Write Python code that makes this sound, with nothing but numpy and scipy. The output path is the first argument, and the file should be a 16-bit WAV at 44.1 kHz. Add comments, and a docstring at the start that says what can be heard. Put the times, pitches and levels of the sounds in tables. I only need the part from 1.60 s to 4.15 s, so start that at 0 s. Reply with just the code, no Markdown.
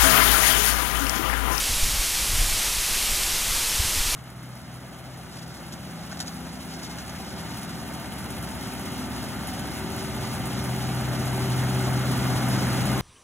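"""A smooth bright hiss is heard first: a tall waterfall on a rock face, some way off, one microphone.
The hiss is dense random drop impacts, spread in time by pitch and coloured by rock, air and distance.
Close up, gusts buffet the microphone: two noise bands make a lumpy low rumble, and single eddies,
each a short zigzag pressure swing, add distinct thumps."""
import sys
import numpy as np
from scipy import signal
from scipy.fft import rfft, irfft, next_fast_len
from scipy.io import wavfile

SR = 44100
rng = np.random.default_rng(int(sys.argv[2]) if len(sys.argv) > 2 else 0)


def master(y):
    """Save y as 16-bit WAV."""
    cut = np.clip(np.atleast_2d(y).T, -1, 1)
    pcm = np.round(cut * 32767)  # scale
    wavfile.write(sys.argv[1], SR, pcm.astype(np.int16))


N = 112454  # length in samples

# Colour of the falling water at the microphone; only the shape counts, as the hiss is levelled later.
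# Columns: pitch_hz [Hz], level_db [relative dB per Hz]
WATER_COLOUR = [(60, -32), (150, -5.5), (300, -6.5), (540, -7.5), (900, -4.5), (1700, -4.5), (2200, -1.5),
                (3050, -0.5), (4300, -1), (5500, -0.5), (7600, -1.5), (10400, -2.5), (12900, -5.5),
                (14700, -12.5), (16000, -18)]

# Strength of the wind on the microphone, before the quick lumps.
# Columns: time_s [s], rumble_db [dB rms], upper_rumble_db [dB rms]
GUST_STRENGTH = [(0.0, -41, -54), (0.13, -32, -41), (0.26, -29.5, -38.5), (0.3, -32, -43), (0.4, -40, -48),
                 (0.45, -37, -48), (0.63, -37.5, -47), (0.77, -30, -41), (0.96, -39, -43), (1.11, -34, -55),
                 (1.25, -37.5, -48.5), (1.6, -35, -50), (1.76, -34.5, -55), (1.85, -33, -48),
                 (1.97, -36, -52), (2.06, -34, -53), (2.16, -32, -48), (2.29, -32.5, -48), (2.43, -35, -46),
                 (2.55, -35, -43)]

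# Single eddies hitting the microphone, before the thumps are smoothed.
# Columns: crest_s [s], peak_db [dB], swing_hz [Hz], length_s [s, fade scale each side of the crest],
# direction [push 1 or pull -1]
EDDIES = [(0.096, -23.5, 82, 0.0062, 1), (0.113, -18.5, 26, 0.015, 1), (0.233, -12.5, 16, 0.011, 1),
          (0.299, -21, 41, 0.012, 1), (0.345, -22, 62, .012, 1), (0.397, -17, 31.4, 0.022, -1),
          (.628, -21.5, 49, 0.014, 1), (0.698, -19.5, 35, .013, -1), (0.744, -21.5, 71, 0.0099, 1),
          (0.792, -24, 90, 0.0074, 1), (0.816, -13.5, 31.7, 0.043, 1), (.925, -17, 23, 0.02, 1),
          (1.185, -20.5, 33, 0.014, 1), (1.343, -23.5, 18, 0.029, -1), (1.519, -18.5, 22, 0.021, 1),
          (1.911, -22.5, 38, 0.011, -1), (2.203, -13.5, 66, 0.0063, 1), (2.252, -20.5, 70, 0.0066, 1),
          (2.379, -23, 70, 0.013, 1), (2.41, -18, 20, 0.019, -1), (2.454, -26, 52, 0.0065, 1)]

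WATER_DB = -25  # rms level of the hiss before its surges
DROPS_PER_S, DROP_SPREAD_DB = 40000, 1.0
SURGE_DB, SURGE_HZ = 0.36, 3.8  # rms depth and upper rate of the water's surges
SCATTER_S = 0.03  # extra delay at SR / 2, growing in proportion to pitch
RUMBLE_LOW_HZ, RUMBLE_HZ = 4, 39  # edges of the low wind band
UPPER_LOW_HZ, UPPER_HZ = 30, 85  # edges of the upper wind band
LUMP_DB, LUMP_HZ = 1.5, 9.4  # rms depth and upper rate of the wind's lumps
BUFFET_SHARP = 0.69  # how pointed the crest of a thump is
BUFFET_TOP_HZ = 260  # low-pass corner of the thumps
CUTOFF_HZ = 15330  # top of the microphone signal


def amp(db):
    """Turn dB into linear gain."""
    return 10 ** (np.asarray(db) / 20)


def rms_one(x):
    """Scale a signal to rms 1."""
    return x / np.sqrt(np.mean(x ** 2) + 1e-20)


def noise(low_hz, high_hz, order):
    """Random noise between two pitches at rms 1; one second of filter run-in is dropped."""
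    low_pass = signal.butter(order, high_hz, fs=SR, output="sos")
    high_pass = signal.butter(1, low_hz, "high", fs=SR, output="sos")
    x = signal.sosfilt(low_pass, rng.standard_normal(N + SR))
    return rms_one(signal.sosfilt(high_pass, x)[SR:])


def water():
    """Dense random drop impacts of uneven size merge into hiss, coloured by rock, air and distance."""
    size = next_fast_len(N)
    hits = rng.random(size) < DROPS_PER_S / SR
    drop_gain = amp(DROP_SPREAD_DB * rng.standard_normal(size))
    drops = hits * rng.standard_normal(size) * drop_gain

    pitch_hz, level_db = np.transpose(WATER_COLOUR)
    f = np.maximum(np.arange(size // 2 + 1) * SR / size, 1)
    colour = amp(np.interp(np.log(f), np.log(pitch_hz), level_db))
    # A phase growing with f squared makes higher pitches arrive later.
    scatter = np.exp(-2j * np.pi * f * f / SR * SCATTER_S)
    hiss = irfft(rfft(drops) * scatter * colour, size)[:N]

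    surge_db = SURGE_DB * noise(0.2, SURGE_HZ, order=2)
    return amp(WATER_DB + surge_db) * rms_one(hiss)


def rumble():
    """Turbulence on the microphone: two low bands swell with the gust and share quick lumps."""
    time_s, rumble_db, upper_db = np.transpose(GUST_STRENGTH)
    t = np.arange(N) / SR
    low = amp(np.interp(t, time_s, rumble_db)) * noise(RUMBLE_LOW_HZ, RUMBLE_HZ, order=2)
    upper = amp(np.interp(t, time_s, upper_db)) * noise(UPPER_LOW_HZ, UPPER_HZ, order=2)
    lumps = amp(LUMP_DB * noise(1, LUMP_HZ, order=2))
    return lumps * (low + upper)


def buffets():
    """Each eddy is a pointed, zigzag pressure swing that rises and dies around its crest."""
    t = np.arange(N) / SR
    thumps = np.zeros(N)
    for crest_s, peak_db, swing_hz, length_s, direction in EDDIES:
        away = np.abs(t - crest_s) / length_s
        envelope = np.exp(-BUFFET_SHARP * away - (away / 2) ** 2)
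        # The arcsine of a cosine is a triangle wave.
        zigzag = np.arcsin(np.cos(2 * np.pi * swing_hz * (t - crest_s))) * 2 / np.pi
        thumps += np.sign(direction) * amp(peak_db) * envelope * zigzag
    # Smoothing forward and backward keeps each crest in its place.
    smoother = signal.butter(2, BUFFET_TOP_HZ, fs=SR, output="sos")
    return signal.sosfiltfilt(smoother, thumps)


def scene():
    """Distant water and wind at the microphone add up; one microphone feeds both channels."""
    mono = water() + rumble() + buffets()
    return np.array([mono, mono])


def record(dry):
    """A steep elliptic low-pass cuts the top: 0.3 dB ripple below, at least 70 dB down above."""
    top_cut = signal.ellip(12, 0.3, 70, CUTOFF_HZ, fs=SR, output="sos")
    return signal.sosfilt(top_cut, dry)


dry = scene()
out = record(dry)
master(out)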